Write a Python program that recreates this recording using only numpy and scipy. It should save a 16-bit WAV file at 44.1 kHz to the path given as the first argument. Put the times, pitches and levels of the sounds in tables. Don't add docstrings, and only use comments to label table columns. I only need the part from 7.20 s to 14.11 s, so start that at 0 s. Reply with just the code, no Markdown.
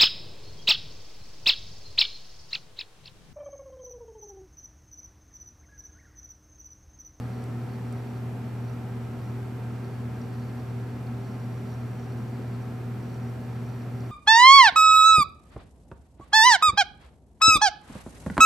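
import sys
import numpy as np
from scipy import signal
from scipy.fft import rfft, irfft
from scipy.io import wavfile
from scipy.ndimage import uniform_filter1d

SR = 44100
rng = np.random.default_rng(int(sys.argv[2]) if len(sys.argv) > 2 else 0)


def invert_db(level):
    return 10 ** (np.asarray(level, dtype=float) / 20)


def materialize(psi):
    bounded = np.clip(np.atleast_2d(psi).T, -1, 1)
    quanta = np.round(bounded * 32767).astype(np.int16)
    wavfile.write(sys.argv[1], SR, quanta)


N = 304731
TIME = np.arange(N) / SR
FREQ = np.arange(N // 2 + 1) * SR / N


def unit(x):
    return x / np.sqrt(np.mean(x ** 2))


def colour(table):
    hz, db = np.transpose(table)
    return invert_db(np.interp(np.log(FREQ + 1), np.log(hz), db)) * np.sqrt(SR / 2)


def ring(hz, width_hz):
    return 1 / (1 + 2j * (FREQ - hz) / width_hz)


def walk(rate):
    k = int(SR / rate)
    held = np.repeat(rng.standard_normal(N // k + 1), k)[:N]
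    return unit(uniform_filter1d(uniform_filter1d(held, k), k))


def spread(mid, side):
    return np.array([mid + side, mid - side])


def tone(hz, mid_db, side_db):
    crest_s = 3.5664
    turn = 2 * np.pi * hz * (TIME - crest_s)
    return -np.sqrt(2) * spread(invert_db(mid_db) * np.cos(turn), invert_db(side_db) * np.sin(turn))


def line_scan():
    return tone(15734.3, -94, -120)


def drum():
    drum_hz = 149.8504
    size, count = 4096, 104
    # place as share of a turn, strength in dB, ring as share of a turn.
    head_taps = [(0.269, 3.5, 0.079), (.73, -2.5, 0.059), (0.898, -4, 0.14)]
    # multiple of the turn rate, left level in dB, right level in dB.
    strong_orders = [(1, -67, -67), (2, -67, -80), (3, -71, -74), (4, -69, -74), (6, -72, -76),
                     (12, -80, -75), (14, -72, -71), (16, -73, -70), (18, -86, -77), (20, -79, -77),
                     (22, -81, -82), (36, -83, -84), (38, -77, -83), (40, -84, -85), (50, -83, -87),
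                     (52, -86, -85), (54, -82, -81), (60, -84, -101), (61, -83, -93), (62, -79, -103),
                     (66, -100, -86), (74, -87, -99), (77, -87, -101), (85, -86, -87), (86, -80, -82),
                     (88, -83, -83), (90, -87, -87), (91, -85, -85), (92, -86, -86), (94, -87, -87)]
    # frequency in Hz, left level in dB, right level in dB, right lag in rad.
    weak_orders = [(150, -86, -88, 0), (2400, -87, -87, .5), (3000, -85, -92, 2.7), (4200, -85, -96, 2.7),
                   (4800, -92, -92, .5), (6800, -94, -96, .5), (8400, -91, -92, .4), (8900, -88, -96, 2.2),
                   (10200, -93, -90, 1.2), (11800, -89, -96, 1.2), (12400, -89, -92, .2),
                   (13600, -88, -88, 0), (14500, -96, -96, 0), (15600, -101, -101, 0)]

    share = np.arange(size) / size
    shape = sum(invert_db(db) * np.exp(-((share - at) % 1) / decay) for at, db, decay in head_taps)
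    lines = rfft(shape * rng.standard_normal(size))[:count + 1]

    hz, *columns = np.transpose(weak_orders)
    order_hz = drum_hz * np.arange(count + 1)
    left_db, right_db, lag = (np.interp(order_hz, hz, column) for column in columns)
    level = unit(abs(lines) ** .5) * invert_db(np.array([left_db, right_db]))
    level[:, 0] = 0
    for k, *db in strong_orders:
        level[:, round(k)] = invert_db(np.array(db))

    phase = lines / abs(lines) * np.exp(-1j * np.outer([0, 1], lag))
    turn = irfft(level * phase, size) * size / np.sqrt(2)
    return np.array([np.interp(TIME * drum_hz % 1, share, channel, period=1) for channel in turn])


def burst(at, peak_db, hz, decay_s, rough):
    t = np.arange(int(.012 * SR)) / SR
    grain = 1 + rough * uniform_filter1d(rng.standard_normal(len(t)), size=24) * np.sqrt(24)
    envelope = (1 - np.exp(-t / 0.00012)) * np.exp(-t / decay_s)
    return int(at * SR), invert_db(peak_db) * grain * envelope * np.sin(2 * np.pi * hz * t)


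def handling():
    # start in seconds, peak in dB, frequency in Hz.
    knocks = [(0.1955, -52, 4320), (0.2389, -55, 5770), (0.3237, -52, 4490), (0.7701, -58, 4350),
              (0.9777, -53, 5690), (1.484, -54, 4430), (2.0163, -56, 4640), (3.014, -45, 5630),
              (3.3238, -54, 5730), (3.8691, -48, 4390), (4.0472, -50, 4340), (4.0881, -57, 5640),
              (4.1984, -55, 5480), (4.3246, -54, 5660), (4.5396, -49, 5670), (4.8943, -58, 5710),
              (4.9217, -47, 4350), (5.025, -58, 5700), (5.8696, -52, 5690), (5.9429, -46, 5700),
              (5.9609, -57, 5430), (6.0352, -54, 5630), (6.2367, -61, 5690), (6.3894, -53, 5600),
              (6.4637, -48, 5730), (6.4901, -48, 4400), (6.5405, -50, 4460), (6.6174, -52, 4350),
              (6.8054, -44, 5660), (6.8448, -51, 4640)]
    # start in seconds, peak in dB, left minus right in dB.
    ticks = [
        (0.2389, -40, 0.0),
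        (0.7247, -40, -0.5),
    ]
    # delay in seconds, frequency in Hz, dB over the tick, decay in seconds.
    tick_rings = [(.0012, 9000, 15, .0001), (.0012, 5000, 7, .00015), (.0012, 13500, 5, .00008),
                  (.003, 8000, 3, .0002)]

    out = np.zeros((2, N + SR))
    for s, db, hz in knocks:
        i, sound = burst(s, db - 7.0, hz, decay_s=0.0038, rough=0.59)
        out[:, i:i + len(sound)] += sound
    for s, db, pan_db in ticks:
        pan = invert_db(np.array([[pan_db], [-pan_db]]) / 2)
        for delay_s, hz, over_db, decay_s in tick_rings:
            i, sound = burst(s + delay_s, db + over_db, hz, decay_s, rough=.1)
            out[:, i:i + len(sound)] += sound * pan
    return out[:, :N]


def chatter():
    # middle in seconds, length in seconds, strength in dB,
    # high ring over low ring in dB.
    bouts = [(.18, .3, -71, 2), (.53, .25, -70, -5), (.84, 0.31, -72, 1), (1.49, .15, -71.5, 1),
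             (2.07, .2, -72.5, 1.5), (2.68, .2, -69, -2), (3.03, 0.073, -69, 2), (3.3, .4, -68.5, -3),
             (3.65, 0.29, -73, -3), (4.15, .3, -70, -1), (4.33, .08, -70.5, 2), (4.53, 0.23, -69.5, 3),
             (4.852, .3, -73, 3), (5.3, 0.44, -71, -3), (5.92, .25, -69.5, 1), (6.06, .08, -72, 4),
             (6.48, .35, -70.5, 1.5), (6.62, .04, -75, 3), (6.83, 0.14, -68, 0)]
    # frequency in Hz, width in Hz.
    modes = [(4480, 800), (5690, 350)]
    rest_db, high_ring_loss_db = -83, 2.5
    clicks_per_s = 1800

    s, length_s, db, high_db = np.transpose(bouts)[:, :, None]
    coarse = TIME[::64]
    swell = np.exp(-(2 * (coarse - s) / length_s) ** 2)
    flurry = invert_db(1.4 * walk(35))
    out = 0
    for lift_db, (hz, width_hz) in zip((0, high_db - high_ring_loss_db), modes):
        power = invert_db(2 * rest_db) + np.sum(invert_db(2 * (db + lift_db)) * swell, axis=0)
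        clicks = (rng.random(N) < clicks_per_s / SR) * rng.standard_normal(N)
        clicks = clicks * invert_db(2.8 * walk(130)) * flurry
        rung = unit(irfft(rfft(clicks) * ring(hz, width_hz) ** 2, N))
        out = out + np.interp(TIME, coarse, np.sqrt(power)) * rung
    return spread(out, 0.18 * np.roll(out, 3))


def air():
    # frequency in
    # Hz, level in dB per Hz.
    rush_and_hiss = [(22, -101.0), (40, -84.5), (55, -77.5), (68, -74), (90, -69), (150, -69.5), (200, -63),
                     (280, -69.5), (400, -74), (480, -76), (600, -80), (720, -77.5), (830, -78), (1000, -81.5),
                     (1150, -83.5), (1330, -81), (1500, -86), (2000, -89.5), (2600, -93), (3300, -98),
            (4000, -100.0), (5000, -102.6), (6800, -105.1), (7600, -104.5), (9800, -109.2), (12300, -108.8),
            (13600, -107.7), (15600, -119.2)]
    # frequency in Hz, level in dB per Hz.
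    side_noise = [(22, -116), (60, -97), (120, -87), (300, -85), (420, -82), (700, -88), (1050, -88.5),
                  (1200, -92), (1400, -90.5), (2600, -99), (4000, -105), (7000, -110), (11800, -110.5),
                  (13300, -122)]
    # frequency in Hz, width in Hz, lift in dB.
    room = [(94, 8, -4), (134.4, 8.7, 10), (182, 11, -3), (270, 31, 2), (330.4, 13, -8), (347, 10, 5.5),
            (370.6, 8, -1), (412, 9.2, -2), (428, 31, 2.5), (524, 15, -6), (553, 15, 5), (557, 12, -4),
            (623, 11, 2.5), (645, 27, 2), (725, 21, -3), (812, 15, -7.5), (955, 24, -2.5), (1030, 20, 0),
            (1120, 18, 1), (1160, 32, -2), (1402, 20, -2.5), (1388, 20, 3.5), (1490, 40, -2),
            (1573, 30, 4.5), (1600, 30, -1.5), (1850, 30, 1), (1945, 43, -3)]
    # frequency in Hz, left minus right in dB.
    lean = [(250, 1), (500, 0.2), (900, 0), (1300, -1.7), (2400, -2), (4400, -1), (8100, 2.5), (12000, 2)]
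    lag_top_hz = 314

    one, other = rfft(rng.standard_normal((2, N)))
    lagged = 1 / (1 + (FREQ / lag_top_hz) ** 4)
    room_db = sum(db * abs(ring(hz, width_hz)) ** 2 for hz, width_hz, db in room)
    mid = one * colour(rush_and_hiss) * invert_db(room_db)
    side = 1j * one * np.sqrt(lagged) + other * np.sqrt(1 - lagged)
    side = side * colour(side_noise)
    hz, db = np.transpose(lean)
    lean_db = np.interp(np.log(FREQ + 1), np.log(hz + 1), db)
    return irfft(spread(mid, side) * invert_db(np.array([lean_db, -lean_db]) / 2), N)


def blades():
    # frequency in Hz, mid in dB, side in dB,
    # pitch wander in Hz, strength wander in dB.
    soft_tones = [(199, -57, -80, 3, 2.5), (701.9, -66, -85, 2, 2), (751.3, -59, -73, .1, .8),
                  (851.7, -69, -87, .6, 1.5), (1062, -70, -85, 7, 3), (1318, -74, -82, 3, 2),
                  (1589.6, -71, -78, .3, 1), (1676, -71, -86, 4, 2.5), (1955, -73, -79, 4, 2)]
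    # time in seconds, speed as share of the first.
    fan_speed = [(0, 1), (3.5, 1.0003), (6.91, 1.0025)]

    out = 0
    speed = np.interp(TIME, *np.transpose(fan_speed))
    for hz, mid_db, side_db, wander_hz, wander_db in soft_tones:
        turn = 2 * np.pi * np.cumsum(hz * speed + wander_hz * walk(7)) / SR
        swell = np.sqrt(2) * invert_db(wander_db * walk(9) + 0.5)
        out = out + swell * spread(invert_db(mid_db) * np.cos(turn), invert_db(side_db) * np.sin(turn))
    return out


def motors():
    hum_hz, wobble_hz = 119.99, 15.69
    # multiple of the hum, level in dB, lower wobble line in dB,
    # upper wobble line in dB, side minus mid in dB.
    hum = [(1, -34.5, -53, -57, -20.5), (2, -45, -62.5, -63.5, -22), (3, -82, -73, -63, -10),
           (4, -67.5, -62, -62.5, -21)]
    # frequency in Hz, mid in dB, side in dB.
    steady_tones = [(117.19, -50.7, -69.6), (234.37, -47.8, -66.8), (351.15, -65.1, -82.4),
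                    (54.54, -67.1, -88.0), (80.41, -54.2, -73.7), (90.78, -63.5, -81.9),
                    (155.72, -59.1, -77.6), (169.7, -59.7, -78.7), (309.24, -66.2, -93.5),
                    (320.41, -71.0, -83.2), (425.64, -67.2, -60.0), (455.62, -77.1, -61.3),
                    (525.98, -65.4, -100.0), (550.98, -70.5, -100.0), (767.77, -72.1, -89.9),
                    (391.35, -54, -65), (388.97, -62, -73), (393.5, -66, -77), (395.7, -65, -76),
               (200.4, -56, -80), (1593.96, -75, -80), (3326.7, -87, -95), (4147.9, -86, -95),
               (4338.9, -86, -95), (4396.9, -85, -95), (6293.7, -88, -95)]

    out = sum(tone(*row) for row in steady_tones)
    for k, db, low_db, high_db, side_db in hum:
        hz = round(k) * hum_hz
        flip = (-1) ** (round(k) + 1)
        out = out + tone(hz, db, db + side_db)
        out = out + flip * tone(hz - wobble_hz, low_db, low_db + side_db)
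        out = out + flip * tone(hz + wobble_hz, high_db, high_db + side_db)
    return out


def scene():
    return line_scan() + drum() + handling() + chatter() + air() + blades() + motors()


def top_cut(x):
    return signal.sosfilt(signal.butter(12, 15745, fs=SR, output="sos"), x)


def record(dry):
    mix = dry - .0004
    return top_cut(mix)


dry = scene()
out = record(dry)
materialize(out)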